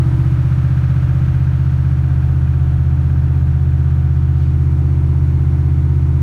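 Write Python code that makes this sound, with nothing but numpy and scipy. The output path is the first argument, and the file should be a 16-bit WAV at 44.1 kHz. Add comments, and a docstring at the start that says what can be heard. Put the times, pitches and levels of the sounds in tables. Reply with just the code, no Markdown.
"""In the driver's seat of a V8 pickup, as it pulls up to highway speed and eases into a cruise.
Uneven firing makes the exhaust beat and boom at multiples of the engine's cycle rate; valves clatter,
panels sing and one cylinder knocks under load. Tyres rumble below and air hisses round the cab.
The microphone is lifted over the wheel, then sinks back into the footwell's roar and the cab's
standing waves with a brush of sleeve. The trim ticks twice."""
import sys
import numpy as np
from scipy import signal
from scipy.fft import rfft, irfft, next_fast_len
from scipy.io import wavfile

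SR = 44100
rng = np.random.default_rng(int(sys.argv[2]) if len(sys.argv) > 2 else 0)


def waveform_to_disk(signal):
    """Save audio, clipped to [-1, 1], as 16-bit WAV at the path in sys.argv[1]."""
    frames = np.transpose(np.atleast_2d(signal))
    scaled = np.clip(frames, -1, 1) * 32767
    samples = np.round(scaled).astype(np.int16)
    wavfile.write(sys.argv[1], SR, samples)


N = 274302
TIME = np.arange(N) / SR

# Exhaust harmonics. Each row: multiple of the cycle rate, relative dB pulling, relative dB cruising.
EXHAUST_HARMONICS = [(3, -36.5, -62), (4, -44, -73), (5, -20, -15), (6, -26, -27), (7, -34, -53.5),
                     (8, -15, -17.5), (9, -22, -23.5), (10, -27, -34.5), (11, -32.5, -38), (12, -39, -56),
                     (13, -38.5, -45), (14, -57.5, -45.5), (15, -51, -56), (16, -57.5, -50.5),
                     (17, -48.5, -41.5), (18, -38.5, -41), (19, -46.5, -44), (20, -49.5, -50.5),
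                     (21, -41.5, -52.5), (22, -43.5, -40.5), (23, -53.5, -59), (24, -52, -73.5),
                     (25, -73, -77.5), (26, -56, -53.5), (27, -78.5, -60.5)]
# Gas puffs. Each row: place in the cycle from 0 to 1, width in cycles, relative strength.
GAS_PUFFS = [(.045, .03, .8), (.18, .035, .4), (.3, .035, .15)]
# Modes of the knocked manifold. Each row: frequency in Hz, relative level in dB, seconds to fall 60 dB.
MANIFOLD_MODES = [(1210, -6, .026), (1420, -7, .018), (1610, 0, .026), (1790, -7, .02), (2420, -12, .03)]
# Upper harmonics that sing in the cab. Each row: multiple of the cycle rate, relative level in dB.
WHINE_HARMONICS = [(35, -10), (41, -5), (44, -6), (46, 2), (57, -7), (62, -6), (73, -6), (93, -9)]
# Resonances and hollows. Each row: centre in Hz, width in Hz, gain in dB.
STANDING_WAVES = [(250, 31, 4.5), (328, 19, 10)]  # down by the steering column
PANEL_RESONANCES = [(458, 12, 8.5), (500, 8.1, 3), (480, 58, 0), (580, 24, 5.5), (660, 50, -11),
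                    (650, 8.9, 2), (698, 24, 7.5), (760, 54, 8.5), (880, 56, -5), (907, 87, 12),
                    (982, 45, 6.5), (1194, 31, 7.5), (1493, 80, 8)]  # rung by the engine
CAB_ABSORPTION = [(520, 150, -5.5), (850, 90, -6.5), (1600, 310, -2.5)]  # bands of rasp that the cab swallows
# Noise spectra. Each row: frequency in Hz, relative spectral density in dB.
CLATTER_SPECTRUM = [(250, -27), (420, -6.5), (600, 0), (840, -7.5), (1000, -7), (1250, 0), (1600, -2),
                    (2100, -8), (2450, -9.5), (3200, -15), (4500, -24), (8000, -38.5)]
TYRE_SPECTRUM = [(12, -22), (22, -17.5), (32, 2), (46, 4), (65, -0.5), (110, -11), (150, -3), (200, -9),
                 (235, -16.5), (300, -11.5), (400, -24.5), (800, -27), (1600, -33), (4000, -58)]
FOOTWELL_SPECTRUM = [(150, -9.5), (300, 4.5), (480, 0), (700, -1.5), (1000, 2), (1500, -16.5), (2150, -7.5),
                     (3000, -25), (7500, -33), (9500, -26), (11000, -37.5)]
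AIR_SPECTRUM = [(600, -9), (2000, 8), (3200, 9), (4500, 8), (4900, 1.5), (5400, 6.5), (6800, 3.5),
                (7600, -1.5), (8600, 1.5), (9900, .5), (10400, -8), (11400, -4), (15500, -7)]
SLEEVE_SPECTRUM = [(1500, -18), (2800, 1.5), (4200, 0), (6000, -10), (14000, -19)]
# Ticks of cab trim. Each row: start in seconds, relative level in dB.
TRIM_TICKS = [(1.7794, -47), (3.1894, -59.5)]
# Microphone moves. Each row: midpoint in seconds, length in seconds, change in lowness.
MICROPHONE_MOVES = [(0.405, 0.77, -.92), (4.47, 0.61, 1)]

# Layer gains. Each holds: dB at no load, dB added at full load, dB added with the microphone low.
BOOM_DB, CLATTER_DB, KNOCK_DB = (-2, 0, 1.5), (-45, 5.5, -1.94), (-30.5, 8, -11)
WHINE_DB, AIR_DB = (-54, -3, -5), (-59, 4, 0.4)


def exhaust(cycles, speed, load, low, boom_lead_cycles=0.1514):
    """Harmonic series: the banks fire unevenly, so multiples of the cycle rate sound, odd and even."""
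    orders, pulling_db, cruising_db = np.transpose(EXHAUST_HARMONICS)
    orders = orders.astype(int)
    phases = pipe_phase(orders, pulling_db)
    lag = .935 + 0.031 * (1 - load)  # in cycles; cooler gas carries the beat more slowly
    beat, boom = np.zeros((2, N))
    for order, pull, cruise, phase in zip(orders, pulling_db, cruising_db, phases):
        amplitude = np.sqrt(2) * from_db(cruise + load * (pull - cruise))
        # the firing hum, eight to a cycle, comes straight from the block and keeps its timing
        delayed = cycles - (lag[0] if order == 8 else lag)
        if order <= 12:
            beat += amplitude * np.cos(2 * np.pi * order * delayed + phase)
        else:
            amplitude *= standing_wave_gain(order * speed, low)
            boom += amplitude * np.cos(2 * np.pi * order * (delayed + boom_lead_cycles) + phase)
    beat *= 1 + 0.025 * wander(27)  # no two firings are equally strong
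    boom *= 1 + 0.1 * wander(32)
    return beat + layer_gain(BOOM_DB, load, low) * boom


def pipe_phase(orders, gains_db, floor_db=-50):
    """Minimum phase: in a causal pipe with these gains, each thump starts sharply and rings out."""
    log_gain = np.log(from_db(np.interp(np.arange(65), orders, gains_db, floor_db, floor_db)))
    mirrored = np.r_[log_gain, log_gain[-2:0:-1]]
    return -signal.hilbert(mirrored).imag[orders]


def standing_wave_gain(hz, low):
    """Standing waves: harmonics near a cab mode grow as the microphone sinks."""
    return from_db(low * resonance_db(hz, STANDING_WAVES))


def clatter(cycles, load, low, rasp_db=-1.5):
    """Amplitude modulation: puffs pulse a repeating valve and gas rattle and, more gently, fresh rasp."""
    place = cycles % 1
    pattern = rng.standard_normal(2048)
    repeated = unit_rms(np.interp(place, np.arange(len(pattern)) / len(pattern), pattern))
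    puffs = sum(strength * np.exp(-(((place - at + .5) % 1 - .5) / width) ** 2)
                for at, width, strength in GAS_PUFFS)
    pulsed = repeated * (1 + puffs * (0.55 + 0.62 * load))  # load sharpens the puffs
    rattle = colour(pulsed, CLATTER_SPECTRUM, PANEL_RESONANCES + [(2960, 2300, -6)])
    rasp = colour(rng.standard_normal(N) * (1 + 0.18 * puffs), CLATTER_SPECTRUM, CAB_ABSORPTION)
    return layer_gain(CLATTER_DB, load, low) * unit_rms(rattle + from_db(rasp_db) * rasp)


def knock(cycles, speed, load, low, at_cycle=0.0059, rise_s=0.005):
    """Damped modes: one cylinder's pulse rings the manifold once a cycle, harder under load."""
    since_s = (cycles - at_cycle) % 1 / speed
    ring = sum(from_db(db - 60 * since_s / t60) * np.sin(2 * np.pi * (hz * since_s + rng.random()))
               for hz, db, t60 in MANIFOLD_MODES)
    attack = 1 - np.exp(-(since_s / rise_s) ** 2)
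    uneven = from_db(2.2 * wander(8))
    gain = layer_gain(KNOCK_DB, load, low)  # the dashboard screens a low microphone
    return gain * uneven * attack * ring


def whine(cycles, load, low):
    """Forced vibration: high harmonics meet panel resonances, each swelling and wavering on its own."""
    tones = sum(from_db(db + 2 * wander(11)) * np.cos(2 * np.pi * order * cycles + wander(14))
                for order, db in WHINE_HARMONICS)
    return layer_gain(WHINE_DB, load, low) * np.sqrt(2) * tones


def tyres():
    """Structure-borne sound: tyre rumble crosses the floor, swelling with the road surface."""
    return from_db(-31 + 2 * wander(1.8)) * noise(TYRE_SPECTRUM)


def footwell(load, low):
    """Proximity: road and engine roar from under the dashboard is heard when the microphone is low."""
    return from_db(-45.5 + 4 * load) * low * noise(FOOTWELL_SPECTRUM)


def air(load, low):
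    """Flow noise: air hisses round the cab, fluttering a little."""
    flutter = from_db(.5 * wander(22))
    return layer_gain(AIR_DB, load, low) * flutter * noise(AIR_SPECTRUM)


def trim(decay_s=.002):
    """Damped transients: the cab trim gives tiny dry ticks that die away exponentially."""
    bursts = sum(from_db(db) * (TIME >= start) * np.exp(-abs(TIME - start) / decay_s)
                 for start, db in TRIM_TICKS)
    return from_db(-8) * bursts * noise([(2000, -22), (7000, -2), (14000, -3.5)])


def sleeve(at_s=4.43, half_width_s=0.083):
    """Friction noise: a sleeve brushes past as the microphone is lowered."""
    swell = np.exp(-((TIME - at_s) / half_width_s) ** 2)
    return from_db(-56.5 + 2.5 * wander(50)) * swell * noise(SLEEVE_SPECTRUM)


def drive(hold_s=.4503, ease_s=3.1037, start_hz=15.4273, pull_hz_per_s=.425, drag_hz_per_s=.0951):
    """Force balance: an easing throttle pulls against drag; gives cycles per second and load (0-1)."""
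    throttle = np.exp(-np.maximum(TIME - hold_s, 0) / ease_s)
    speed = start_hz + np.cumsum(pull_hz_per_s * throttle - drag_hz_per_s) / SR
    load = 1 / (1 + (0.66 / throttle) ** 5.7)  # the engine labours past two-thirds throttle
    return speed, load


def lowness(initial=0.92):
    """Harmonic motion: the microphone moves in half-cosines between high (0) and low (1)."""
    moved = sum(change * (1 + np.sin(np.pi * np.clip((TIME - middle) / length, -.5, .5))) / 2
                for middle, length, change in MICROPHONE_MOVES)
    return np.clip(initial + moved, 0, 1)


def layer_gain(gains_db, load, low):
    """Gains add in decibels: a base, a share for engine load and a share for microphone height."""
    base_db, load_db, low_db = gains_db
    return from_db(base_db + load_db * load + low_db * low)


def resonance_db(hz, peaks):
    """Resonance: each peak or hollow is a Lorentzian curve in decibels."""
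    return sum(db / (1 + (2 * (hz - centre) / width) ** 2) for centre, width, db in peaks)


def colour(x, spectrum, peaks=()):
    """Linear filtering: shapes x by a spectrum with resonances on top, at rms 1."""
    size = next_fast_len(N)
    hz = np.arange(size // 2 + 1) * SR / size
    points_hz, points_db = np.transpose(spectrum)
    db = np.interp(np.log(hz + 1), np.log(points_hz), points_db) + resonance_db(hz, peaks)
    return unit_rms(irfft(rfft(x, size) * from_db(db), size)[:N])


def noise(spectrum):
    """Filtered white noise of rms 1."""
    return colour(rng.standard_normal(N), spectrum)


def wander(rate_hz):
    """Random fluctuation of rms 1, mostly slower than rate_hz."""
    return noise([(rate_hz / 2, 0), (rate_hz, -3), (rate_hz * 10, -60), (rate_hz * 100, -140)])


def from_db(db):
    """Decibels to amplitude ratio."""
    return 10 ** (np.asarray(db) / 20)


def unit_rms(x):
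    """Normalisation to rms 1."""
    return x / np.sqrt(np.mean(x ** 2) + 1e-20)


def scene():
    """Superposition: engine, road, air and small cab sounds add at one microphone."""
    speed, load = drive()
    cycles = np.cumsum(speed) / SR  # one cycle is two turns of the crank and eight firings
    low = lowness()
    engine = exhaust(cycles, speed, load, low) + clatter(cycles, load, low)
    engine += knock(cycles, speed, load, low) + whine(cycles, load, low)
    return (engine + tyres() + footwell(load, low) + air(load, low) + trim() + sleeve())[None]


def record(dry, cutoff_hz=15750):
    """Band limiting: a steep low-pass filter removes the highest treble."""
    low_pass = signal.firwin(511, cutoff_hz, window=("kaiser", 9), fs=SR)
    return signal.oaconvolve(dry, low_pass[None], "same")


dry = scene()
out = record(dry)
waveform_to_disk(out)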